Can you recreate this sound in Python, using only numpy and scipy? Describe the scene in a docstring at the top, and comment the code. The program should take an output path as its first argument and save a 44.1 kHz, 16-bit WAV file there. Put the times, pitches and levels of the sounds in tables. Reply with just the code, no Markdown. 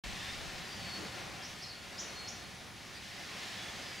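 """Surf on a shore, heard from under trees: two waves break with a low roar and a hissing wash of foam,
over a deep rumble and a few soft thumps as the breakers slump. Wind briefly buffets the microphone.
Unseen birds give thin, drawn-out whistles and a few harsh chirps,
which trunks and leaves scatter into echoes."""
import sys
import numpy as np
from scipy import signal
from scipy.fft import rfft, irfft, next_fast_len
from scipy.io import wavfile
from scipy.ndimage import uniform_filter1d, map_coordinates

SR = 44100
rng = np.random.default_rng(int(sys.argv[2]) if len(sys.argv) > 2 else 0)


def bounce(signal):
    """Save signal as a 16-bit WAV file at the path given by the first command-line argument."""
    frames = np.transpose(np.atleast_2d(signal))
    limited = np.clip(frames, -1, 1)
    pcm = np.round(limited * 32767).astype(np.int16)
    wavfile.write(sys.argv[1], SR, pcm)


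N = 176400

# Fader rides for the sea's rumble, the breakers' roar, the foam and the wind: t/s, relative level/dB
RUMBLE_RIDE = [(.06, -54), (.5, -53), (.95, -52.5), (1.35, -53.5), (1.7, -58), (2.1, -56), (2.45, -56),
               (2.8, -57), (3.3, -55.5), (3.9, -55.7)]
ROAR_RIDE = [(0.06, -51.5), (0.07, -53), (0.39, -50.5), (0.89, -52), (1.06, -49), (1.12, -52),
             (1.14, -47.5), (1.71, -56.5), (2.1, -51.5), (2.52, -55.5), (3.13, -56), (3.21, -53.5),
             (3.83, -52), (3.97, -53.5)]
FOAM_RIDE = [(0.06, -47.5), (0.35, -47), (0.39, -48.5), (0.73, -49.5), (0.97, -48), (1.14, -50.5),
             (1.16, -49), (1.3, -51.5), (1.56, -51.5), (1.74, -54.5), (2.06, -50.5), (2.71, -55.5),
             (3.49, -47), (3.56, -48), (3.97, -49.5)]
BUFFET_RIDE = [(.04, -49), (.09, -47), (.2, -60), (.4, -54), (.56, -55), (.7, -72), (1.6, -66), (3.4, -66),
               (4, -72)]
# EQ curves for the same four layers and the background hiss: f/Hz, relative level/dB
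RUMBLE_EQ = [(20, -26), (40, -10), (65, -1.5), (120, 0.5), (155, -2), (190, 1.5), (240, -4), (330, -15),
             (600, -36)]
ROAR_EQ = [(150, -35), (250, -3), (370, -0.5), (480, -4.5), (545, 0), (635, -3.5), (750, 2), (860, -3),
           (990, -4), (1080, -1), (1150, -5.5), (1225, -1.5), (1310, -6.5), (1420, -.5), (1570, -8),
           (1680, -8.5), (2150, -35), (3600, -100)]
FOAM_EQ = [(900, -20), (1500, -9), (1750, 1), (2100, 0), (2700, -1.5), (4000, -3.5), (5000, -5.5),
           (6300, -9), (8000, -15), (11000, -23.5), (15500, -31.5)]
BUFFET_EQ = [(15, -12), (30, -5), (60, -0.5), (100, -11), (250, -26), (600, -70)]
HISS_EQ = [(1000, -9.5), (3000, -0.5), (6000, 5), (8600, -10), (9800, 3.5), (11000, -8), (15500, -12)]
# Stereo image of sea and hiss: f/Hz, left-right correlation (1 and above is mono)
SHORE_IMAGE = [(30, .1), (60, .3), (125, 0.86), (250, .8), (500, 0.6), (1000, 0.7), (2000, 0.85),
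               (4000, .9), (8000, .88), (11000, 1.2)]
# Pan of the sea across the spectrum: f/Hz, left minus right/dB
SEA_PAN = [(60, -2.0), (120, -2.2), (240, -1.0), (480, 0.79), (950, 2.2), (1890, 1.5), (3770, 0.23),
           (7520, 0.11), (15000, 0.0)]
# The first wave breaks a little to the left of the second: t/s, left minus right/dB
SEA_DRIFT = [(0, .1), (1.2, .5), (1.9, -.2), (3.3, -.7)]
# Thumps of slumping breakers: t/s, width/s, level/dB, centre f/Hz
BREAKER_THUMPS = [(.84, .03, -52, 120), (1.02, .04, -48, 280), (2.5, .035, -57, 130)]
# Bird whistles: t/s, length/s, first f/Hz, last f/Hz, level/dB, waver/share of pitch
BIRD_WHISTLES = [(.13, .2, 3740, 3600, -50, .007), (.53, .085, 5000, 4980, -53.5, .007),
                 (.63, .135, 4950, 4710, -48.5, .014), (.76, .225, 4640, 4412, -44, .0012),
                 (1.33, .17, 3280, 3170, -53.5, .005), (1.57, .12, 2880, 2830, -54.5, .004),
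                 (1.88, 0.12, 4900, 4650, -56, .018), (2.06, .24, 4370, 4300, -44.8, .0015),
                 (2.92, .075, 4680, 4780, -48, .008), (3.018, .11, 5400, 5500, -54.5, .01),
                 (3.52, .19, 3300, 3425, -49.5, .003), (3.82, .125, 5250, 4930, -50.5, .011),
                 (3.922, .09, 4950, 4700, -47, .009)]
# Slapback of the whistles off the trees: delay/s, level/dB
TREE_ECHOES = [(.085, -13), (.175, -11)]
# Bird chirps: t/s, length/s, first f/Hz, last f/Hz, level/dB, jitter/share of pitch
BIRD_CHIRPS = [(1.422, .045, 4800, 5650, -49.5, .08), (1.616, .03, 4600, 5350, -47.5, .06),
               (1.635, .035, 4356, 4220, -49.5, .02), (1.674, .065, 4650, 4400, -51.5, .04),
               (1.978, .04, 4450, 6100, -42.5, .036), (2.274, .024, 4900, 5900, -44.5, .065)]

FOAM_TRIM_DB, BUFFET_TRIM_DB, HISS_DB = 2.5, -2, -62
WHISTLE_SWELL_POWER, WHISTLE_RELEASE_S, FLUTTER_DB, GLIDE_POWER = .75, .015, 2.8, 2.8
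TREES_T60_S, WHISTLE_SEND_DB = .5, -10
RASP_HZ, SPLIT_ABOVE_HZ, SPLIT_OFFSET_HZ, SPLIT_DB = 1300, 5800, 780, -8.5
HIGH_CUT_HZ = 15750


def amp(db):
    """Decibels to gain."""
    return 10 ** (np.asarray(db) / 20)


def along(points, hz):
    """Read (f/Hz, value) points on a log frequency axis."""
    f, v = np.transpose(points)
    return np.interp(np.log(hz + 1), np.log(f + 1), v)


def ride(points):
    """Automation: (t/s, value) points as one value per sample."""
    return np.interp(np.arange(N) / SR, *np.transpose(points))


def wobble(rate_hz, size=N):
    """A smooth random modulator."""
    return map_coordinates(rng.standard_normal(4096), [np.arange(size) * rate_hz / SR], mode="wrap")


def filtered(x, response):
    """Equalise x with a gain that is a function of frequency."""
    m = next_fast_len(N + SR // 4)
    return irfft(rfft(x, m) * response(np.fft.rfftfreq(m, 1 / SR)), m)[..., :N]


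def add(track, s, sound):
    """Mix a mono or stereo sound into a stereo track at time s."""
    part = track[:, max(round(s * SR), 0):][:, :sound.shape[-1]]
    part += sound[..., :part.shape[1]]


def noise_bed(eq, image=SHORE_IMAGE, patchy_db=0):
    """Shaped stereo noise, mottled in time and frequency, with its mid channel at rms 1."""
    spectra = signal.stft(rng.standard_normal((2, N)), nperseg=512)[2]
    patches = uniform_filter1d(rng.standard_normal(spectra.shape[1:]), size=5, axis=0)
    patches = uniform_filter1d(patches, size=14, axis=1)
    patches /= np.sqrt(np.mean(patches ** 2))
    pair = signal.istft(spectra * amp(patchy_db * patches), nperseg=512)[1][:, :N]

    def mid_side_gains(hz):
        spread = np.arccos(np.clip(along(image, hz), -1, 1)) / 2
        return amp(along(eq, hz)) * [np.cos(spread), np.sin(spread)]

    mid, side = filtered(pair, mid_side_gains)
    return np.array([mid + side, mid - side]) / mid.std()


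def surf():
    """Rumble, roar and foam swell with each wave; breakers slump with soft thumps."""
    rumble = amp(ride(RUMBLE_RIDE)) * noise_bed(RUMBLE_EQ)
    roar = amp(ride(ROAR_RIDE) + .37 * wobble(14)) * noise_bed(ROAR_EQ, patchy_db=.84)
    foam = amp(FOAM_TRIM_DB + ride(FOAM_RIDE) + .24 * wobble(29.98)) * noise_bed(FOAM_EQ, patchy_db=.78)
    sea = rumble + roar + foam
    t = np.arange(N) / SR
    for s, width, db, hz in BREAKER_THUMPS:
        thump_eq = [(hz / 8, -50), (hz / 1.6, 0), (hz * 1.54, 0), (hz * 6, -70)]
        swell = np.exp(-.5 * ((t - s) / width) ** 2)
        sea += amp(db) * swell * noise_bed(thump_eq)
    pan = np.array([[.5], [-.5]])
    sea *= amp(ride(SEA_DRIFT) * pan)
    return filtered(sea, lambda hz: amp(along(SEA_PAN, hz) * pan))


def wind():
    """Wind buffets each microphone port separately, over a faint steady hiss."""
    buffet = noise_bed(BUFFET_EQ, image=[(30, .05)], patchy_db=.5)
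    hiss = noise_bed(HISS_EQ, patchy_db=-.5)
    return amp(BUFFET_TRIM_DB + ride(BUFFET_RIDE)) * buffet + amp(HISS_DB) * hiss


def glide(first_hz, last_hz, u):
    """Pitch moves quickly at first and settles as the note (u from 0 to 1) ends."""
    return last_hz + (first_hz - last_hz) * (1 - u) ** GLIDE_POWER


def tone(hz):
    """A sine that follows a pitch curve."""
    return np.sin(2 * np.pi * np.cumsum(hz) / SR)


def whistles():
    """Thin bird notes swell, glide and stop; each path through the leaves flutters in its own way."""
    out = np.zeros((2, N))
    for s, length, first_hz, last_hz, db, waver in BIRD_WHISTLES:
        n = int(length * SR)
        u = np.arange(n) / n
        swell = u ** WHISTLE_SWELL_POWER * np.minimum((1 - u) * length / WHISTLE_RELEASE_S, 1)
        for delay, path_db in [(.00072, 0)] + TREE_ECHOES:  # direct path, then slapback
            hz = glide(first_hz, last_hz, u) * (1 + waver * wobble(218, size=n))
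            note = amp(db + path_db + FLUTTER_DB * wobble(58.7, size=n)) * swell * tone(hz)
            add(out, s + delay, note)
            add(out, s + delay, amp(WHISTLE_SEND_DB) * tree_reverb(note))
    return out


def tree_reverb(call):
    """Trunks and leaves scatter a call into a diffuse stereo tail."""
    t = np.arange(SR // 2) / SR
    mid, side = rng.standard_normal((2, len(t))) * amp(-60 * t / TREES_T60_S)
    impulse = np.array([mid + .35 * side, mid - .2 * side]) / np.linalg.norm(mid)
    return signal.fftconvolve(call[None], impulse, axes=1)


def chirp(length, first_hz, last_hz, db, jitter):
    """A fast sweep made harsh by pitch jitter; the highest ones split off a second tone above."""
    n = int(length * SR)
    u = np.arange(n) / n
    hz = glide(first_hz, last_hz, u) * (1 + jitter * wobble(RASP_HZ, size=n))
    split_gain = amp(SPLIT_DB) * (last_hz > SPLIT_ABOVE_HZ) * np.minimum(2 * u, 1)
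    upper = tone((last_hz + SPLIT_OFFSET_HZ) * (1 + .025 * wobble(RASP_HZ, size=n)))
    envelope = np.sqrt(2 * np.sin(np.pi * u))
    return amp(db) * envelope * (tone(hz) + split_gain * upper)


def chirps(paths=5):
    """Each chirp arrives directly and along several scattered paths that blur into a noisy tail."""
    out = np.zeros((2, N))
    for s, *shape in BIRD_CHIRPS:
        add(out, s, chirp(*shape))
        for _ in range(paths):
            add(out, s, tree_reverb(chirp(*shape)) / np.sqrt(paths))
    return out


def scene():
    """The mix: a bed of surf and wind, with the birds on top."""
    return surf() + wind() + whistles() + chirps()


def record(dry, silence_s=.037, fade_s=.003):
    """Master: a moment of silence, a snap fade-in and a brick-wall high cut."""
    fade_in = np.clip((np.arange(N) / SR - silence_s) / fade_s, 0, 1)
    return filtered(dry * fade_in, lambda hz: hz < HIGH_CUT_HZ)


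dry = scene()
out = record(dry)
bounce(out)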